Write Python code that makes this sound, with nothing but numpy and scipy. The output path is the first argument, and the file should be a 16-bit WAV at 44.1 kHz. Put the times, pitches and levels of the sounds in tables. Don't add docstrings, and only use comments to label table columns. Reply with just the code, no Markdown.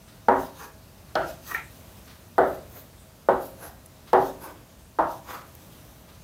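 import sys
import numpy as np
from scipy import signal
from scipy.fft import rfft, irfft, next_fast_len
from scipy.io import wavfile
from scipy.ndimage import uniform_filter1d, map_coordinates

SR = 44100
rng = np.random.default_rng(int(sys.argv[2]) if len(sys.argv) > 2 else 0)


def magnitude_from_level(level_db):
    exponent = np.asarray(level_db, float) / 20
    return 10 ** exponent


def waveform_to_disk(signal):
    frames = np.transpose(np.atleast_2d(signal))
    scaled = np.clip(frames, -1, 1) * 32767
    samples = np.round(scaled).astype(np.int16)
    wavfile.write(sys.argv[1], SR, samples)


N = 274743

# (frequency [Hz], level [dB per Hz])
AIR_SPECTRUM = [(15, -40), (25, -59), (38, -8.5), (59, 0.5), (127, -3), (186, -6), (418, -15.5), (645, -13),
                (719, -19), (780, -16.5), (2120, -25.5), (4540, -29), (9420, -30.5), (14500, -28.5),
                (16200, -38)]
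# (frequency [Hz], width [Hz], level [dB])
FAN_WHINE = (648, 14, -67)
# (time [s], level [dB])
DUST_WHIFFS = [
    (0.08, -63),
    (1.65, -59),
    (3.01, -60),
    (4.85, -63),
]
# (frequency [Hz], level [dB per Hz])
DUST_SPECTRUM = [(5500, -30), (7500, -3), (8500, -1), (9500, -2), (12000, -30)]
# (time [s], level [dB])
SLEEVE_RUSTLES = [
    (0.084, -54.5),
    (1.082, -57.5),
    (2.082, -51),
    (4.082, -51),
    (6.084, -54.5),
]
# (frequency [Hz], level [dB per Hz])
CLOTH_SPECTRUM = [(500, -9), (1200, 5.5), (2700, -1), (4500, 0.5), (7000, -12)]

# (time [s], peak [dB], crack [dB], room [dB], crack brightness [dB])
KNOCKS = [
    (0.284, -6, -21.5, 5, -2),
    (1.154, -13.5, -3.5, 7.5, -10),
    (2.381, -6.5, -21.5, 8, 14),
    (3.287, -7.5, -27, 5, 2),
    (4.131, -5, -18, 5.5, 4),
    (4.987, -10.5, -26, 7, 6),
]
# (frequency [Hz], level [dB per Hz])
KNOCK_SPOTS = [
    [(275, -2), (326, -24), (370, -1), (432, -11.5), (574, -3), (915, 1.5), (1880, -16), (2430, -33.5)],
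    [(267, -19.5), (342, -4.5), (419, -18.5), (648, 0), (1150, -15), (1330, -3), (2250, -29), (3170, -30)],
    [(299, -10.5), (381, -6.5), (426, -10), (634, 1), (1040, -13.5), (1290, -9), (1990, -23), (2430, -43)],
    [(271, -5.5), (308, -15.5), (381, 0.5), (420, -11.5), (574, 0), (784, -3.5), (1500, -13), (2170, -32.5)],
    [(275, -6), (312, -20), (375, -3), (420, -9), (471, -7), (795, -0.5), (1940, -22), (2170, -33.5)],
    [(239, -23), (331, -5), (420, -21), (652, -1.5), (915, 0), (1130, -4.5), (1660, -16), (2230, -36)],
]
# (frequency [Hz], level [dB per Hz])
BOARD_LOW = [(100, -39), (170, -23.5)]
# (frequency [Hz], level [dB per Hz])
BOARD_HIGH = [(3600, -41), (5000, -54.5), (6500, -70), (11000, -120)]
# (frequency [Hz], level [dB], time to fall 60 dB [s])
BOARD_MODES = [(172.8, 9.5, 1), (237.6, -4, 1), (287, -4, 1), (319, 6.5, 0.099), (380.3, 14.5, 0.36),
               (482.8, 20, 0.26), (536, 2.5, 0.65), (651.4, 3, 0.59), (627, 3, 0.38), (593, 5.5, 0.45),
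               (1050, -17, 0.45), (1350, -13, 0.44), (1700, -6, 0.15), (1913, 9, 0.33), (801, 10, 0.36),
               (827, 13.5, 0.2), (933, 9.5, 0.43), (967, -1.5, 0.41), (1130, -17, 0.26), (1300, -17, .35),
               (1490, 13, 0.26), (1830, -17, 0.13)]
# (frequency [Hz], time to fall 60 dB [s])
ROOM_DECAY = [(150, 0.95), (400, 0.79), (1000, 0.49), (2500, 0.57), (6000, 0.74)]
# (frequency [Hz], level [dB per Hz])
CRACK_SPECTRUM = [(1500, -83), (3000, 10.5), (4500, 5), (6500, -6), (8500, -12), (11500, -11), (14000, -6),
                  (15800, -16), (18000, -54)]
# (frequency [Hz], level [dB per Hz])
THUD_SPECTRUM = [(25, -25), (55, -1), (110, -7.5), (150, 1.5), (230, -38), (500, -86)]

# (full speed from [s], held [s], squeak [dB], grit [dB], stick resonance [Hz])
STROKES = [(0.398, .046, -51.5, -54, 12500), (0.6, 0.044, -51.5, -55.5, 12700),
           (1.29, 0.015, -53, -52, 13100), (1.485, 0.059, -46, -50, 13400), (2.48, .07, -55, -62, 12200),
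           (2.755, 0.038, -49, -60.5, 13900), (3.44, 0.016, -45.5, -58, 12100),
           (3.63, 0.024, -46.5, -54.5, 11200), (4.224, 0.059, -51, -55.5, 12100),
           (4.445, 0.011, -46.5, -54.5, 11400), (5.105, 0.056, -55, -58, 12800),
           (5.308, 0.037, -49, -52, 12200)]
# (time [s], held [s], level [dB])
GLIDES = [
    (1.72, 0.24, -61.5),
    (5.6, 0.15, -62),
]
# (frequency [Hz], level [dB per Hz])
SQUEAK_SPECTRUM = [(4710, -38), (8000, -12), (9610, -7.5), (11100, -1), (13200, -5), (14400, 4.5),
                   (15300, -1), (16200, -13.5)]
# (frequency [Hz], level [dB per Hz])
GRIT_SPECTRUM = [(1470, -44), (2500, 2), (3250, 0.5), (3520, -4), (3710, -3), (5070, 1), (6550, -5),
                 (8120, -4), (10000, -4.5), (13000, -36), (22000, -120)]
# (frequency [Hz], width [Hz], lift [dB])
STICK_MODES = [(3750, 250, 3), (6300, 350, 5)]
# (peak time [s], held [s], level [dB])
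DRAGS = [
    (0.611, 0.016, -41),
    (1.518, 0.0076, -35),
    (2.756, 0.012, -47),
    (3.63, 0.019, -41.5),
    (4.435, .05, -41.5),
    (5.3, 0.058, -39),
]
# (frequency [Hz], level [dB per Hz])
DRAG_SPOTS = [
    [(300, -17), (480, -4), (653, -28), (811, -1.5), (1540, -12.5), (1750, -6), (2000, -26)],
    [(300, -8.5), (653, -20), (1070, -10), (1230, -2.5), (1670, -12), (1880, -2), (2020, -20)],
    [(300, 1), (895, -4.5), (1360, -9), (1650, -11)],
    [(300, -1), (585, -3), (677, 2.5), (1160, -6.5), (1600, -4), (2290, -21)],
    [(300, -0.5), (714, -6), (1000, 1.5), (1300, -7.5), (1580, -6.5), (1750, -17), (2210, -18)],
    [(300, -6.5), (393, -16), (560, -2.5), (635, -12.5), (903, 0.5), (1200, 0), (1500, -6)],
]
# (frequency [Hz], level [dB per Hz])
DRAG_LOW = [(180, -41.5)]
# (frequency [Hz], level [dB per Hz])
DRAG_HIGH = [(2600, -17.5), (3380, -55), (5720, -120)]

# (time [s], peak [dB])
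SNAPS = [
    (1.5469, -19.5),
]
# (frequency [Hz], level [dB], time to fall 60 dB [s])
SNAP_MODES = [(1354, -7, 0.27), (1833, 5.5, 0.068), (2330, -2, 0.036), (2400, -18, .03)]
# (frequency [Hz], level [dB per Hz])
SNAP_SPECTRUM = [(500, -24), (900, -5), (1100, -31), (1300, -11), (1550, -10), (1840, -1), (2400, -5),
                 (2750, -19.5), (4000, -27), (6000, -51)]
# (time [s], peak [dB], frequency [Hz])
CRUMBS = [
    (1.5427, -29, 13900),
    (2.6983, -43, 14800),
    (2.7277, -43.5, 14300),
    (3.8606, -32.5, 9950),
    (5.5517, -35, 13300),
    (5.8505, -44, 13900),
]
# (frequency [Hz], side against middle [dB])
SIDE_LEVEL = [(60, -38), (110, -35), (200, -31), (380, -29), (700, -31), (1290, -29), (2380, -21),
              (4400, -33), (8120, -17), (15000, -27)]


def unit(x):
    return x / np.sqrt(np.mean(x ** 2) + 1e-20)


def along(points, hz):
    f, v = np.transpose(points)
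    return np.interp(np.log(hz + 1), np.log(f + 1), v)


def wobble(rate):
    knots = rng.standard_normal(int(N * rate / SR) + 4)
    return map_coordinates(knots, [np.arange(N) * rate / SR])


def coloured(x, spectrum):
    m = 2 * next_fast_len(len(x) // 2 + 4096)
    gain = magnitude_from_level(along(spectrum, np.fft.rfftfreq(m, 1 / SR)))
    cepstrum = irfft(np.log(np.maximum(gain, 1e-6)), m)
    cepstrum[1:m // 2] *= 2
    cepstrum[m // 2 + 1:] = 0
    return irfft(rfft(x, m) * np.exp(rfft(cepstrum)), m)[:len(x)]


def resonant(x, centre_hz, width, lift_db):
    hz, t, z = signal.stft(x, SR, nperseg=512)
    centre = centre_hz[np.minimum((t * SR).astype(int), N - 1)]
    peak = 1 / np.sqrt(1 + ((hz[:, None] - centre) / (width * centre)) ** 2)
    return signal.istft(z * (1 + magnitude_from_level(lift_db) * peak ** 2), SR, nperseg=512)[1][:N]


def patchy(x, depth_db):
    z = signal.stft(x, nperseg=256)[2]
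    field = uniform_filter1d(rng.standard_normal(z.shape), size=5, axis=0)
    field = uniform_filter1d(field, size=30, axis=1)
    return signal.istft(z * magnitude_from_level(depth_db * unit(field)), nperseg=256)[1][:N]


def grains(size):
    present = rng.random(size) < 0.5
    strength = magnitude_from_level(1.5 * rng.standard_normal(size))
    return present * strength * rng.standard_normal(size)


def tail(gap_s):
    hz, t, z = signal.stft(rng.standard_normal(SR), SR, nperseg=256)
    fade_db = -60 * t / along(ROOM_DECAY, hz)[:, None]
    closing_db = -6.04 * (t / 0.18) ** 2
    x = signal.istft(z * magnitude_from_level(fade_db + closing_db), SR, nperseg=256)[1][:SR]
    x = x * (1 - np.exp(-np.arange(SR) / SR / gap_s))
    return x / np.linalg.norm(x)


def ring(modes, scatter_db):
    t, out = np.arange(SR) / SR, np.zeros(SR)
    for hz, db, t60 in modes:
        level_db = db + scatter_db * rng.standard_normal() - 60 * t / t60
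        out += rng.choice([-1, 1]) * magnitude_from_level(level_db) * np.sin(2 * np.pi * hz * t)
    return out


def add(track, s, sound):
    part = track[round(s * SR):][:len(sound)]
    part += sound[:len(part)]


def swell(s, held_s, rise, fall):
    t = np.arange(N) / SR
    return -rise * np.maximum(s - t, 0) - fall * np.maximum(t - s - held_s, 0)


def glide_db():
    return np.max([db + swell(s, held, rise=33, fall=17) for s, held, db in GLIDES], axis=0)


def air():
    hz, width, db = FAN_WHINE
    phase = 2 * np.pi * np.cumsum(hz + width * wobble(40)) / SR
    whine = np.sin(phase) * magnitude_from_level(db + 3.0 * wobble(23))
    t, close_s = np.arange(N) / SR, 0.28
    opening = np.max([(t > s) * np.exp(-np.abs(t - s) / close_s) for s, *_ in KNOCKS], axis=0)
    opening += magnitude_from_level(glide_db() + 55.5)
    level_db = -54 + 5 * opening + 3 + 0.6 * wobble(2.59)
    return magnitude_from_level(level_db) * unit(coloured(rng.standard_normal(N), AIR_SPECTRUM)) + whine


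def dust():
    whiff_db = np.max([db + swell(s, 0, rise=160, fall=160) for s, db in DUST_WHIFFS], axis=0)
    return magnitude_from_level(whiff_db) * unit(coloured(grains(N), DUST_SPECTRUM))


def sleeve():
    rustle_db = np.max([db + swell(s, 0, rise=1300, fall=100) for s, db in SLEEVE_RUSTLES], axis=0)
    return magnitude_from_level(rustle_db + 2.0 * wobble(80)) * unit(coloured(rng.standard_normal(N), CLOTH_SPECTRUM))


def board_knock(spot, room_db):
    t, wall_delay_s, wall_db = np.arange(SR) / SR, 0.009, -2.5
    modes = ring(BOARD_MODES, scatter_db=1.5)
    body = magnitude_from_level(-7.5) * modes / np.linalg.norm(modes)
    flex = magnitude_from_level(-23.0 - 60 * t / 0.032) * rng.standard_normal(SR)
    flex[0] = magnitude_from_level(-20)
    wall_echo = magnitude_from_level(wall_db) * np.roll(flex, round(wall_delay_s * SR))
    body += magnitude_from_level(room_db) * tail(gap_s=0.001) + flex + wall_echo
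    return coloured(body, BOARD_LOW + spot + BOARD_HIGH)


def tip_crack(bright_db):
    t = np.arange(SR) / SR
    spectrum = [(hz, level + bright_db * (hz > 7000)) for hz, level in CRACK_SPECTRUM]
    crack = coloured(rng.standard_normal(SR) * magnitude_from_level(-60 * t / 0.018), spectrum)
    return crack + magnitude_from_level(-10) * signal.fftconvolve(crack, tail(gap_s=0.0032))[:SR]


def knocks():
    out = np.zeros(N)
    for (s, db, crack_db, room_db, bright_db), spot in zip(KNOCKS, KNOCK_SPOTS):
        thud = coloured(tail(gap_s=0.0074), THUD_SPECTRUM)
        add(out, s, magnitude_from_level(db - 21) * unit(board_knock(spot, room_db)))
        add(out, s, magnitude_from_level(db - 49.5) * unit(thud))
        add(out, s, magnitude_from_level(db + crack_db - 36.0) * unit(tip_crack(bright_db)))
    return out


def squeak(slip):
    middle_s = [s + held / 2 for s, held, *_ in STROKES]
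    stick_hz = np.interp(np.arange(N) / SR, middle_s, [row[-1] for row in STROKES])
    sound = resonant(coloured(grains(N), SQUEAK_SPECTRUM), stick_hz, width=0.045, lift_db=3.5)
    sound = resonant(sound, 11300 * (1 + 0.01 * wobble(3.1)), width=0.017, lift_db=-14)
    level_db = np.max([db + swell(s, held, rise=250, fall=210) for s, held, db, _, _ in STROKES], axis=0)
    level_db = np.maximum(level_db, np.maximum(glide_db(), -70.5))
    return magnitude_from_level(level_db + slip) * unit(patchy(sound, depth_db=2.5))


def grit(slip):
    sound = coloured(grains(N), GRIT_SPECTRUM)
    for hz, width, lift_db in STICK_MODES:
        sound = resonant(sound, hz * (1 + 0.03 * wobble(3.19)), width / hz, lift_db)
    level_db = np.max([db + swell(s, held, rise=210, fall=150) for s, held, _, db, _ in STROKES], axis=0)
    level_db = np.maximum(level_db, np.maximum(glide_db() - 2, -68))
    return magnitude_from_level(level_db + slip + 2.5) * unit(patchy(sound, depth_db=2.5))


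def board_shake(slip):
    out, lead_s, room_db = np.zeros(N), 0.15, -1.5
    for (s, held, db), spot in zip(DRAGS, DRAG_SPOTS):
        start = s - lead_s
        level = magnitude_from_level(db + swell(s, held, rise=380, fall=360) + slip)[round(start * SR):][:SR // 2]
        shake = level * unit(coloured(grains(SR // 2), DRAG_LOW + spot + DRAG_HIGH))
        room = signal.fftconvolve(shake, tail(gap_s=0.0028))[:SR // 2]
        add(out, start, shake + magnitude_from_level(room_db) * room)
    return out


def strokes():
    slip = 1.2 * wobble(60)
    return squeak(slip) + grit(slip) + board_shake(slip)


def crumbs():
    out, t = np.zeros(N), np.arange(SR // 20) / SR
    for s, db, hz in CRUMBS:
        click = np.sin(2 * np.pi * hz * t) + 0.5 * np.diff(rng.standard_normal(len(t) + 1))
        add(out, s, magnitude_from_level(db - 2 - 60 * t / 0.011) * click)
    return out


def snaps():
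    out, t = np.zeros(N), np.arange(SR) / SR
    for s, db in SNAPS:
        hit = ring(SNAP_MODES, scatter_db=0)
        hit += magnitude_from_level(-23) * unit(coloured(tail(gap_s=0.0023), SNAP_SPECTRUM))
        hit *= magnitude_from_level(-4 * (t / 0.09) ** 2)
        add(out, s, magnitude_from_level(db - 22.5) * unit(hit))
    return out


def scene():
    mix = air() + dust() + sleeve() + knocks() + strokes() + crumbs() + snaps()
    return np.tile(mix, (2, 1))


def band_limit(x):
    return signal.sosfilt(signal.butter(12, 16440, fs=SR, output="sos"), x)


def record(dry):
    hz, t, z = signal.stft(dry[0], SR, nperseg=1024)
    random_phase = np.exp(2j * np.pi * rng.random(z.shape))
    scramble = random_phase * magnitude_from_level(along(SIDE_LEVEL, hz) - 3.0)[:, None]
    side = signal.istft(z * scramble, SR, nperseg=1024)[1][:N]
    both = dry * magnitude_from_level([[0.06], [-0.06]]) + np.outer([1, -1], side)
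    top_hz = 15830
    both = irfft(rfft(both) * (np.fft.rfftfreq(N, 1 / SR) < top_hz), N)
    return band_limit(both)


dry = scene()
out = record(dry)
waveform_to_disk(out)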